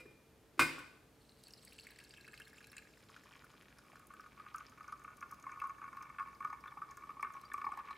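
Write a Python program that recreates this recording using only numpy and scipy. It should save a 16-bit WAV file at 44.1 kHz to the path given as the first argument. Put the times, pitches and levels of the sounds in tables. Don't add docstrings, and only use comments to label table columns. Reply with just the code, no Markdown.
import sys
import numpy as np
from scipy import signal
from scipy.fft import rfft, irfft
from scipy.io import wavfile

SR = 44100
rng = np.random.default_rng(int(sys.argv[2]) if len(sys.argv) > 2 else 0)


def file_out(sig):
    cols = np.atleast_2d(sig).T
    lim = np.clip(cols, -1, 1)
    pcm = np.round(lim * 32767).astype(np.int16)
    wavfile.write(sys.argv[1], SR, pcm)


def volts_from_decibels(level):
    exponent = np.asarray(level, float) / 20
    return 10 ** exponent


N = 351477

# start in seconds, peak in dB, radius in mm, overtone in dB.
BIG_BUBBLES = [(4.545, -34, 2.7, -23), (4.881, -40, 2.62, -34), (4.924, -36, 2.86, -20),
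               (5.226, -34, 2.6, -13), (5.323, -39.5, 3, -20), (5.466, -37, 3.38, -12.5),
               (5.493, -40.5, 2.37, -18), (5.572, -42, 3.08, -23), (5.617, -30, 2.77, -19),
               (5.639, -31, 3.1, -25), (6.026, -43, 3.35, -23), (6.185, -32.5, 2.48, -14),
               (6.195, -30.5, 2.54, -18), (6.205, -33, 2.87, -20), (6.405, -35, 3.02, -19),
               (6.448, -27.5, 2.77, -29), (6.5, -36, 2.9, -22), (6.528, -35, 3.62, -9.5),
               (6.818, -33.5, 2.72, -25), (7.092, -38, 2.8, -18), (7.103, -43, 2.88, -16),
               (7.195, -38, 3.04, -17), (7.228, -30.5, 3.36, -4), (7.54, -31, 3.13, -12),
               (7.5787, -35.5, 2.84, -15), (7.616, -34.5, 2.66, -15), (7.643, -32, 3.36, -12),
               (7.666, -28.5, 3.52, -14), (7.719, -33.5, 2.8, -16), (7.774, -35, 3.75, -12)]
# start in seconds, peak in dB.
SOFT_BUBBLES = [(3.955, -61), (4.104, -45.5), (4.195, -42), (4.239, -49.5), (4.399, -43.5), (4.462, -44),
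                (4.604, -43.5), (4.775, -52), (4.806, -42), (5.044, -44.5), (5.077, -41), (5.104, -49),
                (5.212, -43), (5.694, -38), (5.815, -40.5), (5.84, -40), (5.929, -40), (5.97, -38),
                (6.425, -39), (6.657, -39), (6.717, -73), (6.774, -42.5), (7.036, -41), (7.339, -44.5),
                (7.367, -40), (7.434, -43.5), (7.788, -39), (7.849, -47), (7.884, -43), (7.908, -41.5),
                (3.995, -57), (4.173, -57), (4.26, -46), (4.369, -56), (4.581, -45), (4.721, -51),
                (4.841, -47), (4.892, -49), (5.016, -52), (5.439, -45), (5.519, -49), (5.558, -47),
                (5.653, -36), (5.781, -50), (5.877, -44.5), (6.005, -43), (6.093, -52), (6.143, -66),
                (6.225, -42.5), (6.275, -59), (6.323, -59), (6.474, -42), (6.639, -58), (6.866, -65),
                (7.007, -48), (7.069, -59), (7.268, -40), (7.302, -42.5), (7.501, -60), (7.79, -42)]
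# start in seconds, peak in dB, pitch in Hz.
SHALLOW_BUBBLES = [(2.002, -50, 2700), (1.6755, -51, 2080), (1.724, -48.5, 2570), (1.7885, -42.5, 2760),
                   (1.8692, -40.5, 2090), (1.904, -53, 1970), (1.9605, -54, 1880), (1.9892, -49, 1890),
                   (2.108, -54, 2880), (2.138, -58, 2780), (2.171, -60, 2770), (2.2455, -51.5, 1920),
                   (2.2781, -47.5, 1550), (2.139, -55, 1680), (2.3332, -48, 1660), (2.34, -50, 1670),
                   (2.378, -48.5, 2800), (2.401, -44.5, 1590), (2.469, -60, 1650), (2.531, -50, 1710),
                   (2.571, -60, 1930), (2.5835, -48.5, 2740), (2.6066, -50, 1660), (2.628, -58, 2560),
                   (2.643, -49.5, 2450), (2.7188, -59, 1880), (2.7307, -50, 1680), (2.7663, -47.5, 1700),
                   (2.7811, -43, 2490), (2.8226, -52, 1750), (2.872, -59, 1740), (2.9363, -59, 2400),
                   (2.973, -56, 1820), (3.024, -67, 1670), (3.0396, -64, 1150), (3.0992, -51, 1150),
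                   (3.1639, -45.5, 1470), (3.2364, -52.5, 1790), (3.257, -52.5, 1070), (3.288, -56, 1110),
                   (3.328, -53, 2860), (3.3628, -53.5, 1070), (3.395, -63, 1150), (3.423, -62, 1110),
                   (3.443, -47.5, 1370), (3.5135, -68.5, 1300), (3.539, -53, 1240), (3.593, -58, 1160),
                   (3.7694, -62, 1470), (3.7897, -51, 1440), (3.8367, -57, 1200), (3.8644, -58, 1140),
                   (3.8986, -53, 1070), (3.929, -65, 1250), (3.957, -49, 1240)]
STAGES_S = np.linspace(1.2, 8, 14)
SOFT_OVERTONE_DB = -17.5


def rms_one(x):
    return x / np.sqrt(np.mean(x ** 2) + 1e-20)


def at_hz(points, hz):
    table_hz, table_db = np.array(points).T[:2]
    return np.interp(np.log(hz), np.log(table_hz), table_db)


def add(track, sound, s):
    i = max(round(s * SR), 0)
    track[i:i + len(sound)] += sound[:N - i]


def ring(clicks, hz, t60):
    r, w = volts_from_decibels(-60 / (t60 * SR)), 2 * np.pi * hz / SR
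    return signal.lfilter([0, np.sin(w)], [1, -2 * r * np.cos(w), r * r], clicks + 1e-18)


def coloured(white, spectrum):
    hz = np.fft.rfftfreq(white.shape[-1], 1 / SR) + 1
    return rms_one(irfft(rfft(white) * volts_from_decibels(at_hz(spectrum, hz)), white.shape[-1]))


def set_down():
    # start in seconds, crack peak, glass ring and table thud in dB.
    touches = np.array([(0.001, -40, -81, -63), (0.059, -52, -71.5, -60), (0.108, -53, -77.5, -77),
                        (0.577, -45.5, -82, -53), (0.5936, -8.5, -26, -38), (0.606, -19, -42, -47),
                        (0.611, -20, -35.5, -41.5), (0.62, -19.5, -34.5, -35), (0.631, -36, -70, -48),
                        (0.646, -29, -56, -58), (0.699, -49, -73, -50), (0.781, -39, -61, -60),
                        (0.787, -35.5, -86, -83)])
    # pitch in Hz, level in dB, t60 in seconds.
    glass = [(1036, -4.5, 0.0427), (1140, 9, 0.029), (1250, -2, 0.055), (1390, 4, 0.039),
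             (1497, -7.5, 0.27), (1543, -1, 0.12), (2130, -9, 0.14), (2080, -7, 0.3), (2454, 1.5, 0.18),
             (2489, -10, 0.2), (3635, -20, 0.12), (8127, -28, .25), (4570, -24.5, 0.41), (4990, -19, 0.25)]
    # pitch in Hz, level in dB, t60 in seconds.
    table = [(76, -13.5, 0.19), (122, -9, 0.11), (156.2, -15, 0.3), (262, -30, 0.081), (329, 1, 0.2),
             (417, 7.5, 0.017)]
    # frequency in Hz, level in dB per Hz.
    crack_spectrum = [(120, -64), (200, -14.5), (305, -1), (420, -10), (820, -15.5), (1100, -14),
                      (1500, -5), (1700, -8), (2470, -3), (3000, -14.5), (5300, -16.5), (6520, -23.5),
                      (8100, -16), (16000, -29)]
    start_s, crack_db, glass_db, table_db = touches.T
    at = np.round(start_s * SR).astype(int)
    cracks, rings = np.zeros(N), np.zeros(N)
    glass_edge = signal.butter(4, 1000, "high", fs=SR, output="sos")
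    table_edge = signal.butter(2, 560, fs=SR, output="sos")
    for modes, blow_db, edge in ((glass, glass_db, glass_edge), (table, table_db, table_edge)):
        for hz, db, t60 in modes:
            clicks = np.zeros(3 * SR // 2)
            blows = volts_from_decibels(blow_db + db + rng.normal(0, 1.14, len(at)))
            clicks[at] = blows * rng.choice([-1, 1], len(at))
            add(rings, signal.sosfilt(edge, ring(clicks, hz, t60)), 0)
    t = np.arange(2048) / SR
    burst = (1 - np.exp(-t / 0.0075)) * np.exp(-t / 0.0077)
    noises = coloured(rng.standard_normal((len(touches), 2048)), crack_spectrum)
    for s, db, noise in zip(start_s, crack_db, noises):
        add(cracks, volts_from_decibels(db - 7.0) * burst * noise, s - .001)
    return signal.sosfilt(signal.butter(2, 50, "high", fs=SR, output="sos"), [cracks, rings])


def knocks(rows):
    out, t = np.zeros(N), np.arange(SR // 4) / SR
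    for s, db, hz, t60 in rows:
        add(out, volts_from_decibels(db - 60 * t / t60) * (1 - np.exp(-t * hz)) * np.sin(2 * np.pi * hz * t), s)
    return out


def foot_knocks():
    # start in seconds, peak in dB, pitch in Hz, t60 in seconds.
    foot = [
        (0.054, -45.5, 413, 0.052),
        (0.003, -54, 510, 0.094),
        (0.056, -57, 1770, 0.03),
        (0.595, -52, 32, 0.27),
        (0.782, -34.5, 1160, 0.014),
        (0.782, -37, 1450, 0.024),
    ]
    return knocks(foot)


def after_ring():
    # pitch in Hz, peak in dB, t60 in seconds.
    clink = [(2420, -58, 0.34), (2410, -61, 0.88), (2040, -65, 0.31), (3860, -74.5, 0.48),
             (5100, -73, 0.36), (1250, -70, 0.42)]
    click = np.eye(1, SR)[0]
    ringing = sum(volts_from_decibels(db) * ring(click, hz, t60) for hz, db, t60 in clink)
    return np.pad(ringing, (0, N - SR))


def bubble(hz, cycles, rise):
    turns = np.arange(768) / SR * hz / cycles
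    swell = (turns * np.exp(1 - turns)) ** 2.52
    return swell * np.sin(2 * np.pi * cycles * turns * (1 + rise * np.minimum(turns, 4) / 2))


def resonance(hz, width):
    r = np.exp(-np.pi * width / SR)
    zeros = np.array([1, 0, -1]) * (1 - r * r) / 2
    poles = [1, -2 * r * np.cos(2 * np.pi * hz / SR), r * r]
    return signal.lfilter(zeros, poles, np.eye(1, 4096)[0])


def depth(s):
    return np.array([np.interp(s, STAGES_S, stage) for stage in np.eye(len(STAGES_S))])


def server(direct_db):
    # pitch in Hz, width in Hz, level in dB when shallow, deep and full.
    body_modes = [(853, 100, -29, -24, -16.5), (1015, 5.2, -25, -19, -5), (1124, 29.8, -12, -3, 5.5),
                  (1240, 29, 0, -2.5, -0.5), (1465, 19, -16, -2.5, -7.5), (1637, 56, 2.5, -9, -9),
                  (1775, 34, -11, -4.5, 4), (2138, 51, -1, 0, -0.5), (2270, 36, -16, -11, 4.5),
                  (2700, 66, 6, -0.5, -5), (3150, 90, -21.5, -18, -22), (3500, 73, -24, -22, 7),
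                  (4030, 32, -3.5, -32, 7), (4850, 54, -35, 2, 7.5), (5530, 59, -10, -5, -9),
                  (5410, 40, -19, -20, 11.5), (6400, 130, -41, -4, -19), (7160, 48, -30, -23, -14),
                  (8350, 75, -4, -20, 6), (9800, 120, -5, -0.5, -11), (10700, 70, -1.5, -1.5, -27),
                  (11450, 110, -8, -3, 3), (13500, 630, -21, -32, -23)]
    deepens_s = (2.43, 4.46, 9.8)
    # first and last pitch in Hz, time constant in seconds, width in Hz, first and last level in dB.
    shifting = [(8230, 6200, 2.25, 210, -2.5, -9.5), (4400, 4900, 2, 400, -1, -27),
                (11200, 9500, 2.5, 150, -8, -33), (2880, 2296, 1.24, 103, 4.5, -2)]
    fill = np.array([np.interp(STAGES_S, deepens_s, stage) for stage in np.eye(len(deepens_s))])
    out = volts_from_decibels(direct_db) * np.eye(1, 4096)
    for k, (hz, width, *db) in enumerate(body_modes):
        gains = (-1) ** k * (volts_from_decibels(np.array(db)) @ fill)
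        out = out + gains[:, None] * resonance(hz, width)
    for first_hz, last_hz, tau, width, first_db, last_db in shifting:
        left = np.exp(-(STAGES_S - STAGES_S[0]) / tau)
        out = out + [volts_from_decibels(last_db + (first_db - last_db) * a)
                     * resonance(last_hz + (first_hz - last_hz) * a, width) for a in left]
    passing = volts_from_decibels(-1.5) * np.exp(-(STAGES_S - 2.85) ** 2 / 2)
    return out + passing[:, None] * resonance(5195, 73)


def drops(rows, cycles, rise, direct_db, splash_db):
    fizz_hz, fizz_scatter, fizz_spread = 8100, 0.6, 0.66
    surface_wander = 0.023
    out, stages = np.zeros(N), rfft(server(direct_db), 5120)
    fizz, t = rng.standard_normal((len(rows), 769)), np.arange(768) / SR
    burst = (1 - np.exp(-t / .0006)) * np.exp(-t / .003)
    log_hz = np.log(np.fft.rfftfreq(5120, 1 / SR) / fizz_hz + 1e-6)
    for (s, peak_db, hz, *over_db), hiss in zip(rows, fizz):
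        body = depth(s) @ stages
        bins = np.arange(len(body))
        body = np.interp(bins * (1 + surface_wander * hiss[-1]), bins, body)
        patch = np.exp(-((log_hz - fizz_scatter * hiss[0]) / fizz_spread) ** 2 / 2)
        splash = rfft(volts_from_decibels(splash_db) * hiss[1:] * burst, 5120) * patch
        for k, db in enumerate([0, *over_db]):
            tone = rfft(bubble(hz * (1 + 1.05 * k), cycles, rise), 5120)
            part = irfft((tone + splash) * body)[:4864]
            add(out, volts_from_decibels(peak_db + db) * part / np.abs(part).max(), s - .001)
    return out


def soft_bubbles():
    radius_mm, growth_mm_per_s, scatter_mm = 2.695, 0.052, 0.15
    chance = rng.standard_normal(len(SOFT_BUBBLES))
    return [(s, db, radius_mm + growth_mm_per_s * (s - 4) + scatter_mm * a, SOFT_OVERTONE_DB)
            for (s, db), a in zip(SOFT_BUBBLES, chance)]


def slosh(rows):
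    slosh_db, from_s = -35, 6.02
    kicks = np.zeros(N)
    for s, db, *_ in rows:
        add(kicks, volts_from_decibels([db + slosh_db]) * np.clip(s - from_s, 0, 1), s)
    soft = signal.sosfilt(signal.butter(2, [210, 480], "band", fs=SR, output="sos"), kicks) * 40
    return sum(ring(soft, hz, t60) / 15 for hz, t60 in ((260, 0.057), (390, 0.053)))


def deep_pool():
    # start in seconds, peak in dB, radius in mm.
    more_soft = [(3.931, -44, 5.4), (4.136, -45.5, 2.57), (5.307, -45, 2.6), (5.601, -41.5, 1.3),
                 (5.984, -45, 2.7), (6.771, -39, 4.06), (6.677, -40, 2.44), (6.916, -52, 2.1),
                 (6.972, -41, 2.66), (7.169, -46.5, 3.7), (7.245, -32.5, 2.65), (7.352, -41.5, 3.7),
                 (7.45, -49, 2.9), (7.517, -36, 2.22), (7.689, -37.5, 4.3), (7.733, -39, 5), (7.791, -36, 3.67),
                 (7.953, -51.5, 1.7)]
    minnaert_hz_mm = 3260
    smaller = [(*row, SOFT_OVERTONE_DB) for row in more_soft] + soft_bubbles()
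    big, small = ([(s, db, minnaert_hz_mm / max(mm, 1), over_db) for s, db, mm, over_db in rows]
                  for rows in (BIG_BUBBLES, smaller))
    bubbles = drops(big, cycles=1.46, rise=0.023, direct_db=-20.0, splash_db=-29)
    bubbles = bubbles + drops(small, cycles=1.31, rise=0.049, direct_db=-25.5, splash_db=-34)
    return bubbles, slosh(big + small)


def shallow_pool():
    return drops(SHALLOW_BUBBLES, cycles=1.85, rise=0.0076, direct_db=-4.5, splash_db=-12)


def first_droplets():
    # start in seconds, peak in dB, pitch in Hz.
    spatter = [(1.2512, -62.5, 3880), (1.294, -53.5, 4050), (1.321, -58, 3850), (1.4382, -54, 4030),
               (1.4707, -47.5, 4460), (1.5077, -49, 5640), (1.5371, -50, 6860), (1.5371, -42, 4970),
               (1.577, -58, 4030), (1.6269, -55, 4730), (1.6503, -48, 8350), (1.69, -57, 4300),
               (1.85, -52, 4400), (1.784, -49, 4540), (1.7978, -44, 4300), (1.8343, -53, 4300),
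               (1.908, -53, 4100), (1.99, -55, 4530), (2.094, -52.5, 7650), (2.1088, -47.5, 4600),
               (2.1723, -50.5, 3000), (2.2108, -50.5, 4170), (2.268, -55, 4500), (2.3228, -55, 7440),
               (2.3407, -56, 4300), (2.3766, -49, 4270), (2.4181, -46.5, 2970), (2.4542, -53, 4070),
               (2.4795, -52.5, 3280), (2.049, -51, 4400), (2.5622, -58, 7280), (2.5697, -55, 4690),
               (2.581, -55, 7150), (1.809, -48, 4470), (2.644, -55, 4030), (2.671, -53.5, 11200),
               (2.7, -56, 5260), (2.7185, -55, 4150), (2.7682, -41, 7500), (2.7818, -44, 4170)]
    return drops(spatter, cycles=4.0, rise=0.018, direct_db=-17.5, splash_db=-3.5)


def splashes():
    # start in seconds, peak in dB, pitch in Hz.
    falling = [(3.0963, -71, 5150), (3.321, -56, 5150), (3.7867, -50.5, 5260), (3.9558, -73, 3830),
               (4.0703, -50.5, 10350), (4.1394, -56, 8100), (4.2073, -54, 5300), (4.5295, -67, 3500),
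               (4.5425, -51.5, 4960), (4.561, -47, 9800), (4.5832, -46, 6240), (4.667, -48, 5000),
               (4.6976, -53, 6400), (4.8308, -58, 4970), (4.88, -51.5, 5800), (4.9247, -57, 4640),
               (4.9965, -54, 7140), (5.1701, -59, 6600), (5.209, -50.5, 5870), (5.2948, -58, 5430),
               (5.314, -46.5, 11200), (5.3357, -57, 5600), (5.401, -64, 6540), (5.427, -50, 6700),
               (5.5183, -52.5, 6330), (5.5996, -56, 11200), (5.6989, -58, 6360), (5.9697, -68, 6300),
               (6.0256, -50, 5830), (6.3494, -58.5, 4770), (6.445, -82, 11200), (6.502, -60, 4960),
               (6.6072, -60, 5100), (6.6757, -58, 3500), (6.89, -64, 4990), (6.9108, -50.5, 6400),
               (6.972, -46, 7050), (7.2086, -56.5, 5410), (7.2273, -51, 8230), (7.3242, -59, 9800),
               (7.338, -52, 6700), (7.414, -58, 4230), (7.452, -58, 4740), (7.537, -40.5, 7960),
               (7.5801, -67, 5530), (7.6165, -60, 4670), (7.652, -52.5, 4570), (7.721, -54, 8100),
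               (7.7736, -65, 4800), (7.9087, -53, 4000)]
    return drops(falling, cycles=2.14, rise=0.0082, direct_db=-8.5, splash_db=-4.5)


def mist():
    # start in seconds, peak in dB, pitch in Hz.
    finest = [(1.4373, -50, 10700), (1.4837, -49, 10900), (1.5271, -54, 9130), (1.6508, -48, 10700),
              (1.7316, -52, 10700), (1.8404, -55, 10800), (1.9077, -50.5, 11100), (1.988, -50, 10000),
              (2.0404, -53, 10700), (2.2804, -55, 10900), (2.3996, -49, 10800), (2.4789, -57, 11200),
              (2.4979, -59, 11200), (2.5612, -68, 11800), (2.67, -56, 10900), (2.7174, -50.5, 10800),
              (2.7663, -65, 10700), (3.4497, -58, 10900), (3.6248, -57, 10700), (3.786, -56, 10200),
              (3.995, -57, 10600), (4.0693, -64, 10300), (4.1396, -59, 10700), (4.5432, -66, 9070),
              (4.5602, -53, 10200), (4.9234, -52.5, 10300), (5.0391, -57, 10900), (5.1708, -56.5, 10500),
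              (5.3135, -65, 11300), (5.3434, -53, 14800), (5.3993, -55.5, 10500), (5.5998, -60, 11200),
              (5.6722, -54, 9960), (5.97, -53.5, 13600), (6.0264, -56, 15200), (6.2219, -62, 12900),
              (6.4464, -66, 11200), (6.9153, -64, 9800), (6.9717, -57, 11300), (7.2261, -48, 9900),
              (7.3244, -67, 9800), (7.4142, -56, 11400), (7.5354, -50.5, 11400), (7.5798, -56, 12500),
              (7.7734, -54, 12700)]
    return drops(finest, cycles=2.9, rise=0.011, direct_db=-8.0, splash_db=0.5)


def wall_pings():
    # start in seconds, peak in dB, pitch in Hz, t60 in seconds.
    pings = [
        (0.73, -64, 3880, .1),
        (6.68, -55, 3500, 0.043),
        (7.452, -56.5, 4670, 0.066),
        (7.911, -62.5, 3940, 0.1),
        (7.35, -67, 5900, 0.059),
    ]
    return knocks(pings)


def stirring():
    kicks = np.zeros(N)
    for s, *_ in BIG_BUBBLES + SOFT_BUBBLES + SHALLOW_BUBBLES:
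        add(kicks, np.ones(1), s)
    return 0.58 + signal.lfilter([1], [1, -np.exp(-1 / (0.011 * SR))], kicks)


def grains(per_s, low_hz, high_hz, typical_hz, spread, cycles, direct_db):
    slow = signal.sosfilt(signal.butter(2, 25, fs=SR, output="sos"), rng.standard_normal(N))
    clumps = volts_from_decibels(4.0 * rms_one(slow))
    at = np.flatnonzero(rng.random(N) < per_s * clumps / SR)
    size, sign, pitch = rng.random((3, N))[:, at]
    kinds, kind = np.geomspace(low_hz, high_hz, 12), (pitch * 12).astype(int)
    shapes = [bubble(hz, cycles, 0.0076) + 0.33 * bubble(1.89 * hz, cycles, 0.013) * (hz < 1500)
              for hz in kinds]
    likely = np.exp(-(np.log(kinds[kind] / typical_hz[at]) / spread) ** 2 / 2)
    gains = volts_from_decibels(-3.0 * np.log(np.maximum(size, .03))) * np.sign(sign - .5) * likely
    out, heard = np.zeros(N), np.zeros(N)
    for i, k, gain in zip(at, kind, gains):
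        out[i:i + 768] += gain * shapes[k][:N - i]
    for share, body in zip(depth(np.arange(N) / SR), server(direct_db)):
        span = np.flatnonzero(share)
        add(heard, signal.oaconvolve((out * share)[span], body), span[0] / SR)
    return rms_one(heard)


def stream():
    # start in seconds, air churned into the pool in dB, break-up into drops in dB.
    flow = [(1.15, -90.5, -88.5), (1.42, -83, -81), (1.75, -71, -73), (1.9, -66, -71), (2.8, -63, -101),
            (3.05, -79, -67), (3.6, -71, -67), (4.0, -65.5, -77.5), (4.6, -60, -66), (5.3, -58, -92),
            (5.9, -56.5, -100), (6.898, -57.5, -75), (7.4, -62.5, -75), (7.7, -58.5, -68.5),
            (7.97, -54.5, -67)]
    s, *columns = np.transpose(flow)
    t = np.arange(N) / SR
    small_db, patter_db = (np.interp(t, s, c) for c in columns)
    shallow_hz, deep_hz, sinks_from_s, sink_time_s = 2280, 1070, 1.85, 1.25
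    small_hz = deep_hz + (shallow_hz - deep_hz) * np.exp(-np.maximum(t - sinks_from_s, 0) / sink_time_s)
    since, peak_db, rest_db = t - 1.51, -65, -79.5
    rise_db_per_s, fall_db_per_s = 38, 5.5
    falling_db = np.maximum(peak_db - fall_db_per_s * since, rest_db)
    spray_db = np.minimum(peak_db + rise_db_per_s * since, falling_db)
    first_hz, settled_hz, settles_s, climb_hz_per_s = 8600, 4300, 0.24, 1240
    spray_hz = settled_hz + (first_hz - settled_hz) * np.exp(-np.maximum(since, 0) / settles_s)
    spray_hz = spray_hz + climb_hz_per_s * since
    restless = stirring()
    small = grains(300, 794, 2760, small_hz, spread=0.23, cycles=1.57, direct_db=-15.5)
    patter = grains(190, 825, 3540, 2100 + 0 * t, spread=0.47, cycles=0.53, direct_db=2)
    spray = grains(1100, 3150, 15000, spray_hz, spread=0.75, cycles=3.5, direct_db=-14.5)
    pool = restless * (volts_from_decibels(small_db) * small + volts_from_decibels(spray_db) * spray)
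    return (pool + volts_from_decibels(patter_db) * patter) * (t > s[0])


def kitchen(x):
    t60_s, treble_t60_s, wall_cut_hz = 0.63, .42, 8000
    t = np.arange(int(.9 * SR)) / SR
    mid, side = rng.standard_normal((2, len(t)))
    echoes = (mid + 0.45 * side * [[1], [-1]]) * (1 - np.exp(-t / 0.0008))
    dull = signal.sosfilt(signal.butter(2, wall_cut_hz, fs=SR, output="sos"), echoes)
    tail = dull * volts_from_decibels(-60 * t / t60_s) + (echoes - dull) * volts_from_decibels(-60 * t / treble_t60_s)
    return signal.fftconvolve(x[None], tail / np.sqrt(np.sum(tail ** 2) / 2), axes=1)[:, :N]


def room_tone():
    # frequency in Hz, level in dB per Hz.
    air = [(13, -55.5), (24, -25.5), (49, -6.5), (87, -5), (286, -5), (319, -4.5), (409, -9), (457, 1),
           (496, -9.5), (837, -16), (1070, -17), (7000, -28.5), (12000, -30), (17000, -30)]
    # frequency in Hz, correlation from 0 to 1.
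    likeness = [(30, 1), (125, 0.93), (500, 0.87), (3000, 0.8), (8000, 0.58), (14000, 0.74)]
    # pitch in Hz, level in dB rms, end of the fade in seconds.
    hum = [(59.4, -78, 11), (131, -78, 8.4), (446, -78, 4)]
    out, edges, white = 0, 20 * 2 ** np.arange(0, 10, .5), rng.standard_normal((2, 2, N))
    for k, (low, high) in enumerate(zip(edges, edges[1:])):
        band = signal.butter(2, [low, high], "band", fs=SR, output="sos")
        mid, side = signal.sosfilt(band, white[k % 2])
        hz = np.sqrt(low * high)
        alike = np.clip(at_hz(likeness, hz), -1, 1)
        pair = np.sqrt(1 + alike) * mid + np.sqrt(1 - alike) * side * [[1], [-1]]
        out = out + volts_from_decibels(at_hz(air, hz)) * pair
    t = np.arange(N) / SR
    lines = sum(volts_from_decibels(db) * np.sqrt(2) * np.sin(2 * np.pi * hz * t) * np.clip(end - t, 0, 1)
                for hz, db, end in hum)
    return volts_from_decibels(-66.5) * rms_one(out) + lines


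def scene():
    cracks, rings = set_down()
    cracks = cracks + foot_knocks()
    bubbles, thumps = deep_pool()
    coffee = bubbles + shallow_pool() + first_droplets() + splashes() + stream()
    neck = signal.butter(6, 876, "high", fs=SR, output="sos")
    coffee = signal.sosfilt(neck, coffee) + thumps
    echoes = volts_from_decibels(-4) * kitchen(volts_from_decibels(0.5) * cracks + volts_from_decibels(-9.0) * rings + volts_from_decibels(-7.5) * coffee)
    near = cracks + rings + after_ring() + wall_pings() + coffee + mist()
    balance = volts_from_decibels(np.array([[.2], [-.2]]))
    return (near + echoes) * balance + room_tone()


def band_limit(x):
    return signal.sosfilt(signal.butter(12, 15830, fs=SR, output="sos"), x)


def record(dry):
    top_cut = signal.cheby2(16, 30, 16100, fs=SR, output="sos")
    return band_limit(signal.sosfilt(top_cut, dry))


dry = scene()
out = record(dry)
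file_out(out)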